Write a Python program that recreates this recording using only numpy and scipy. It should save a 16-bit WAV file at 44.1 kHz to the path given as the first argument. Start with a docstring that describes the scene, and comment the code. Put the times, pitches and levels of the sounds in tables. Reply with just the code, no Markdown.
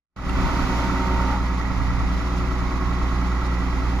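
"""A six-cylinder diesel drones at a steady speed, fading in quickly: a conveyor truck on a building site.
Its block clatters, pistons knock and injectors tick in a pattern that repeats every engine cycle,
with fan hiss and sizzling loose metal on top. A hydraulic pump whines and its oil rushes under load,
until a valve shuts with a short squeal and the engine eases. Something small clicks once near the start,
and light wind rumbles on the microphones."""
import sys
import numpy as np
from scipy import signal
from scipy.fft import rfft, irfft
from scipy.io import wavfile

SR = 44100
rng = np.random.default_rng(int(sys.argv[2]) if len(sys.argv) > 2 else 0)


def dump(signal):
    """Clip the signal to [-1, 1] and save it as 16-bit WAV at the path in sys.argv[1]."""
    limited = np.clip(np.atleast_2d(signal).T, -1, 1)
    pcm = np.round(limited * 32767).astype(np.int16)
    wavfile.write(sys.argv[1], SR, pcm)


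N = 176400
T = np.arange(N) / SR
CYCLE_HZ, CYLINDERS = 9.908, 6   # every cylinder fires once a cycle
WOBBLE_S = .00006   # timing unevenness of crank and fan


def from_db(db):
    """Decibels to gain."""
    return 10 ** (np.asarray(db) / 20)


def unit_rms(x):
    """Scale to rms 1."""
    return x / np.sqrt(np.mean(x ** 2) + 1e-20)


def in_time(rows):
    """A control curve at every sample."""
    return np.interp(T, *np.transpose(rows))


def at_hz(rows):
    """A spectrum table at every frequency bin."""
    hz, value = np.transpose(rows)
    return np.interp(np.log(np.arange(N // 2 + 1) * SR / N + 1e-3), np.log(hz), value)


def drift(corner_hz):
    """Slow random motion of rms 1."""
    hz = np.arange(N // 2 + 1) * SR / N
    return unit_rms(irfft(rfft(rng.standard_normal(N)) / (1 + (hz / corner_hz) ** 2), N))


def pan(db):
    """Stereo gains that put left this far above right."""
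    return from_db(np.array([[.5], [-.5]]) * db)


def white():
    """Two unrelated white noises."""
    return rng.standard_normal((2, N))


def tone(turns):
    """A sine of rms 1 with a random starting phase."""
    return np.sqrt(2) * np.sin(2 * np.pi * (turns + rng.random()))


# Likeness of left and right: f/Hz, correlation (capped at 0.99 in use)
LIKENESS = [(30, 0.5), (60, 0), (130, 1.1), (300, 0.46), (700, 1), (1300, .79), (2000, 0.5), (2600, 0.7),
            (3500, 0.44), (4700, 0.32), (5800, 0.16), (14000, 0)]
# Stereo balance: f/Hz, left over right/dB
BALANCE = [(60, -1.2), (200, -3.5), (370, -4.2), (680, 0), (1260, -3.7), (2300, -4.5), (3500, -2.5),
           (5000, -1.3), (8000, -1.8), (11000, -3.5), (13000, -6.5)]
# Phase lead of the left side: f/Hz, lead/rad
LEFT_LEAD = [(300, 0), (520, 0.8), (780, -0.9), (1200, -0.66), (1550, 0.5), (2200, 0.94), (3100, 3),
             (4400, 6.5)]
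def spread(pair, spectrum):
    """Colour two unrelated signals and spread them in stereo; rms 1, so the spectrum sets only the shape."""
    alike = np.clip(at_hz(LIKENESS), -.99, .99)
    mid, side = rfft(pair) * from_db(at_hz(spectrum))
    mid, side = np.sqrt(1 + alike) * mid, np.sqrt(1 - alike) * side
    left, right = np.array([mid + side, mid - side]) * pan(at_hz(BALANCE))
    return unit_rms(irfft(np.array([left * np.exp(1j * at_hz(LEFT_LEAD)), right]), N))


# Wind rumble colour: f/Hz, relative level/dB
WIND_COLOUR = [(10, -5), (24, 10), (34, 14), (50, 8), (85, 2), (160, 0), (400, -44), (2000, -100)]
# Gust envelope: t/s, level/dB
GUSTS = [(.2, -26), (.45, -31), (.55, -34), (.7, -31.5), (.95, -38), (1.12, -35), (1.24, -31), (1.42, -36),
         (1.62, -31.5), (1.85, -29.5), (2.05, -33), (2.25, -32.5), (2.45, -31), (2.7, -34), (3.1, -36.5),
         (4, -35)]
def wind():
    """Light gusts rumble, buffeting each microphone in its own way."""
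    buffet_db = 3.5 * np.array([drift(4.6), drift(9.1)])
    return from_db(in_time(GUSTS) + buffet_db) * spread(white(), WIND_COLOUR)


# Colour of the click's grit: f/Hz, relative level/dB
CLICK_COLOUR = [(1500, -27), (2400, -2), (2700, 13), (3200, 6), (6500, -19), (8000, -12), (10000, -9.5),
                (14000, -29)]
def click(at_s=.293, decay_s=.002, clink_hz=2750, ring_s=.004):
    """One small gritty click with a short metallic clink."""
    since_s = np.maximum(T - at_s, 0)
    age, ring_age = since_s / decay_s, since_s / ring_s
    grit = from_db(-32) * age * np.exp(1 - age) * spread(white(), CLICK_COLOUR)
    clink = from_db(-36) * ring_age * np.exp(1 - ring_age) * tone(clink_hz * T)
    return grit + clink


# Modes of the loose metal: f/Hz, relative level/dB
METAL_MODES = [(1892, 4.5), (1948, 9), (2070, 4), (2140, 5), (2610, -2), (3250, -1.5), (3760, -2),
               (4080, -2.5), (4780, -4), (4950, -3), (5500, -5), (6680, -8.5)]
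def sizzle(touches_per_s=90, ring_s=.008):
    """Loose metal parts touch at random; each mode rings briefly from its own contacts."""
    out, decay = 0, np.exp(-1 / (ring_s * SR))
    for hz, db in METAL_MODES:
        touches = (rng.random(N) < touches_per_s / SR) * white()
        step = 2 * np.pi * hz / SR
        ring = signal.lfilter([0, np.sin(step)], [1, -2 * decay * np.cos(step), decay ** 2], touches + 1e-18)
        out = out + from_db(db) * pan(np.interp(hz, *np.transpose(BALANCE))) * ring
    return from_db(-46.3) * unit_rms(out)


# Fan and air hiss colour: f/Hz, relative level/dB
HISS_COLOUR = [(400, 3.5), (2000, -6.5), (2900, 0), (3800, -1), (5000, -2), (6800, -4.5), (7500, -12),
               (8200, -22), (9300, -15.5), (12000, -17), (14000, -27)]
def air_hiss(push):
    """The fan's air hisses, flickering and pulsing slightly with each firing."""
    return from_db(-44.5 + drift(21)) * spread(white() * (1 + .1 * push), HISS_COLOUR)


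def fan(effort, blade_hz=260.4):
    """A blade tone, probably the cooling fan's, beats against the engine's own tones."""
    turns = blade_hz * (T + WOBBLE_S * drift(6))
    return pan(-2.5) * effort * from_db(-38 + 1.56 * drift(6.5)) * tone(turns)


# Rushing oil colour: f/Hz, relative level/dB
OIL_COLOUR = [(100, -4.5), (270, 8), (420, -8.5), (750, 1.5), (1000, -6.5), (1400, 1.5), (1700, -10),
              (2200, -6), (2900, -11), (4500, -13.5), (7000, -18.5), (8200, -34.5), (10500, -28),
              (14000, -34.5)]
# Oil envelope under load: t/s, level/dB
OIL_LEVEL = [(.2, -35), (.5, -32.5), (.85, -31.5), (.95, -35.5), (1.35, -36.5)]
def oil_rush(load):
    """Hydraulic oil rushes under load and stops as the valve shuts."""
    return load * from_db(in_time(OIL_LEVEL)) * spread(white(), OIL_COLOUR)


HYDRAULICS_PAN_DB = -3.5
def valve_squeal(at_s=1.255, length_s=.155, start_hz=860, sag_hz_per_s=170):
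    """The closing valve sings briefly, sagging in pitch."""
    age_s = np.clip(T - at_s, 0, length_s)
    turns = np.cumsum(start_hz - sag_hz_per_s * age_s + 6 * drift(40)) / SR
    return pan(HYDRAULICS_PAN_DB) * from_db(-33.5) * np.sin(np.pi * age_s / length_s) * tone(turns)


# Piston rate of the pump: t/s, f/Hz
PUMP_RATE = [(0, 184.8), (.75, 184.8), (1.0, 184.4), (1.65, 184.4), (2.1, 182.8), (2.7, 181.7),
             (3.2, 181.6), (3.55, 180.5), (3.9, 182)]
# Pump partials that follow the load: multiple of the piston rate, loaded level/dB, relieved level/dB
PUMP_PARTIALS = [(1, -33, -37), (3, -46, -57.5), (8, -46.5, -51), (9, -57, -54)]
# Second partial, a hum that sinks for a while as the valve shuts: t/s, level/dB
HUM_LEVEL = [(.4, -40), (1.15, -38.5), (1.4, -48), (2.0, -51), (2.3, -40.5), (3.9, -45)]
# Fifth partial, a whine that is loudest under load: t/s, level/dB
WHINE_LEVEL = [(.35, -46), (.43, -35.5), (.58, -33.5), (.67, -42), (.73, -38), (.85, -33), (.92, -36),
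               (1.04, -33.5), (1.36, -34), (1.44, -44), (1.62, -47.5), (1.92, -46), (2.08, -47), (2.3, -58),
               (3.85, -47)]
def pump(load, swell_at_s=2.97, swell_width_s=.44):
    """The hydraulic pump's pistons make a throbbing hum and a rough whine, softer once relieved."""
    rate_hz = in_time(PUMP_RATE)
    jitter_s = .00003 * drift(8.1)
    turns = np.cumsum(rate_hz) / SR + jitter_s * rate_hz
    hum = 0
    for multiple, loaded_db, relieved_db in PUMP_PARTIALS:
        db = load * loaded_db + (1 - load) * relieved_db + .9 * drift(1)
        hum = hum + from_db(db) * tone(round(multiple) * turns)
    hum = hum + from_db(in_time(HUM_LEVEL)) * tone(2 * turns)
    swell = from_db(-39.5) * np.exp(-((T - swell_at_s) / swell_width_s) ** 2)
    whine = from_db(in_time(WHINE_LEVEL)) * tone(5 * turns) + swell * tone(6 * turns)
    throb, roughness = 1 + .13 * drift(20), 1 + .17 * drift(22)
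    return pan(HYDRAULICS_PAN_DB) * (throb * hum + roughness * whine)


def block_ring(cycles, contacts, hz, ring_s, rough):
    """Uneven contacts in each cycle ring one resonance of the block, partly clean and partly rough."""
    blows = 0
    for place, db in contacts:
        age = (cycles - place) % 1 / CYCLE_HZ / ring_s
        blows = blows + from_db(db) * age * np.exp(-age)
    clean = pan(np.interp(hz, *np.transpose(BALANCE))) * tone(round(hz / CYCLE_HZ) * cycles)
    strength = from_db(2 * drift(6.5))   # no two blows are equally hard
    band = signal.butter(2, [.78 * hz, 1.22 * hz], "band", fs=SR, output="sos")
    grit = spread(signal.sosfilt(band, white()), BLOCK_COLOUR)
    return unit_rms(strength * blows * (clean + rough * grit))


# Injector rhythm: place in the cycle/0-1, relative level/dB
TICKS = [(0.13, -0.5), (.34, 0), (.52, 2), (.71, 2), (.945, -2)]
def injectors(cycles):
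    """The injectors tick lightly on a high resonance of the block."""
    return from_db(-47.5) * block_ring(cycles, TICKS, hz=1960, ring_s=.0045, rough=.75)


# Piston knock rhythm: place in the cycle/0-1, relative level/dB
KNOCKS = [(.1, -7), (.21, -7), (.325, -3), (.495, -1.5), (.578, -3.5), (.655, -8), (.812, 1), (.86, -9),
          (.895, -2)]
def pistons(cycles, load, extra_load_db=1.5):
    """The pistons knock on the block, gaining more under load than the rest of the engine."""
    gain = from_db(-41.5 + extra_load_db * load)
    return gain * block_ring(cycles, KNOCKS, hz=1338, ring_s=.003, rough=.8)


def firings(cycles, first_place=.17, decay_s=.0017):
    """A quickly dying push each time a cylinder fires."""
    since_s = ((cycles - first_place) * CYLINDERS % 1) / (CYLINDERS * CYCLE_HZ)
    return np.exp(-since_s / decay_s)


def rattle(cycles, repeat_share=.49):
    """Contact noise, a share of whose power comes back alike in each engine cycle."""
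    size = int(SR / CYCLE_HZ)
    one_cycle = irfft(np.exp(2j * np.pi * rng.random((2, size // 2 + 1))), size)
    looped = np.array([np.interp(cycles * size, np.arange(size), side, period=size) for side in one_cycle])
    return np.sqrt(repeat_share) * unit_rms(looped) + np.sqrt(1 - repeat_share) * white()


# Colour of the block's clatter and of the grit in its rings: f/Hz, relative level/dB
BLOCK_COLOUR = [(25, 5), (70, 3), (140, -7), (215, -4), (320, -5), (430, -10.5), (650, -11.5), (850, -5.5),
                (1000, -4.5), (1200, -2.5), (1350, -9), (1600, -17.5), (1780, -14.5), (1980, -12),
                (2250, -13.5), (2800, -22), (5000, -31.5), (9000, -81)]
def clatter(cycles, push, lull_place=.776, lull_width=.035):
    """Valve gear and combustion rattle the block, harder at each firing, with a brief lull once a cycle."""
    lull = 1 - .22 * np.exp(-((cycles % 1 - lull_place) / lull_width) ** 2)
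    return from_db(-31) * spread(rattle(cycles) * lull * (1 + .39 * push), BLOCK_COLOUR)


# Exhaust and block tones: multiple of the cycle rate (rounded in use), level/dB, left over right/dB
ENGINE_ORDERS = [(3, -39, -5), (4, -40, -5), (6, -24, -1.5), (12, -37, 0.5), (15, -52, 1), (17, -45, -1),
                 (18, -42, -1), (20, -43.5, -1.5), (23, -53, -1), (27, -46, -4), (29, -42, 0),
                 (30, -43.5, -4.5), (38, -53.5, -1), (51, -56, 4), (66.13, -56.5, 13), (77.8, -50, 5),
                 (87, -52, -3), (130, -52.5, -6), (196, -53.5, -6)]
def drone(cycles, effort):
    """Exhaust and block tones lock to the crank; the firing tone is steadiest, high ones grow with load."""
    out = 0
    for multiple, db, pan_db in ENGINE_ORDERS:
        order = round(multiple)
        waver_db = (1.3 if order == CYLINDERS else 2.1) * drift(5.4)
        boost = effort if order > 24 else 1
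        out = out + pan(pan_db) * boost * from_db(db + waver_db) * tone(order * cycles)
    return out


def scene(valve_shuts_s=1.37, valve_takes_s=.023, load_boost_db=2.5):
    """Engine, hydraulics, click and wind together; the shutting valve takes the load off."""
    cycles = CYCLE_HZ * (T + WOBBLE_S * drift(6.2))
    push = firings(cycles)
    load = np.clip(.5 - (T - valve_shuts_s) / valve_takes_s, 0, 1)
    effort = from_db(load_boost_db * load)
    knocks = pistons(cycles, load) + injectors(cycles)
    engine = drone(cycles, effort) + effort * clatter(cycles, push)
    cooling = air_hiss(push) + fan(effort)
    metal = effort * (knocks + sizzle())
    hydraulics = pump(load) + oil_rush(load) + valve_squeal()
    return engine + cooling + metal + hydraulics + click() + wind()


# Master fade-in, near silence and then a quick rise: t/s, level/dB
FADE_IN = [(0, -74), (.08, -81), (.158, -55), (.163, -13.5), (.2, -11), (.27, -5), (.41, 0)]
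def record(dry, cutoff_hz=14300):
    """The mix fades in and a steep low-pass cuts the top."""
    low_pass = signal.ellip(10, .1, 80, cutoff_hz, fs=SR, output="sos")
    return signal.sosfilt(low_pass, dry * from_db(in_time(FADE_IN)))


dry = scene()
out = record(dry)
dump(out)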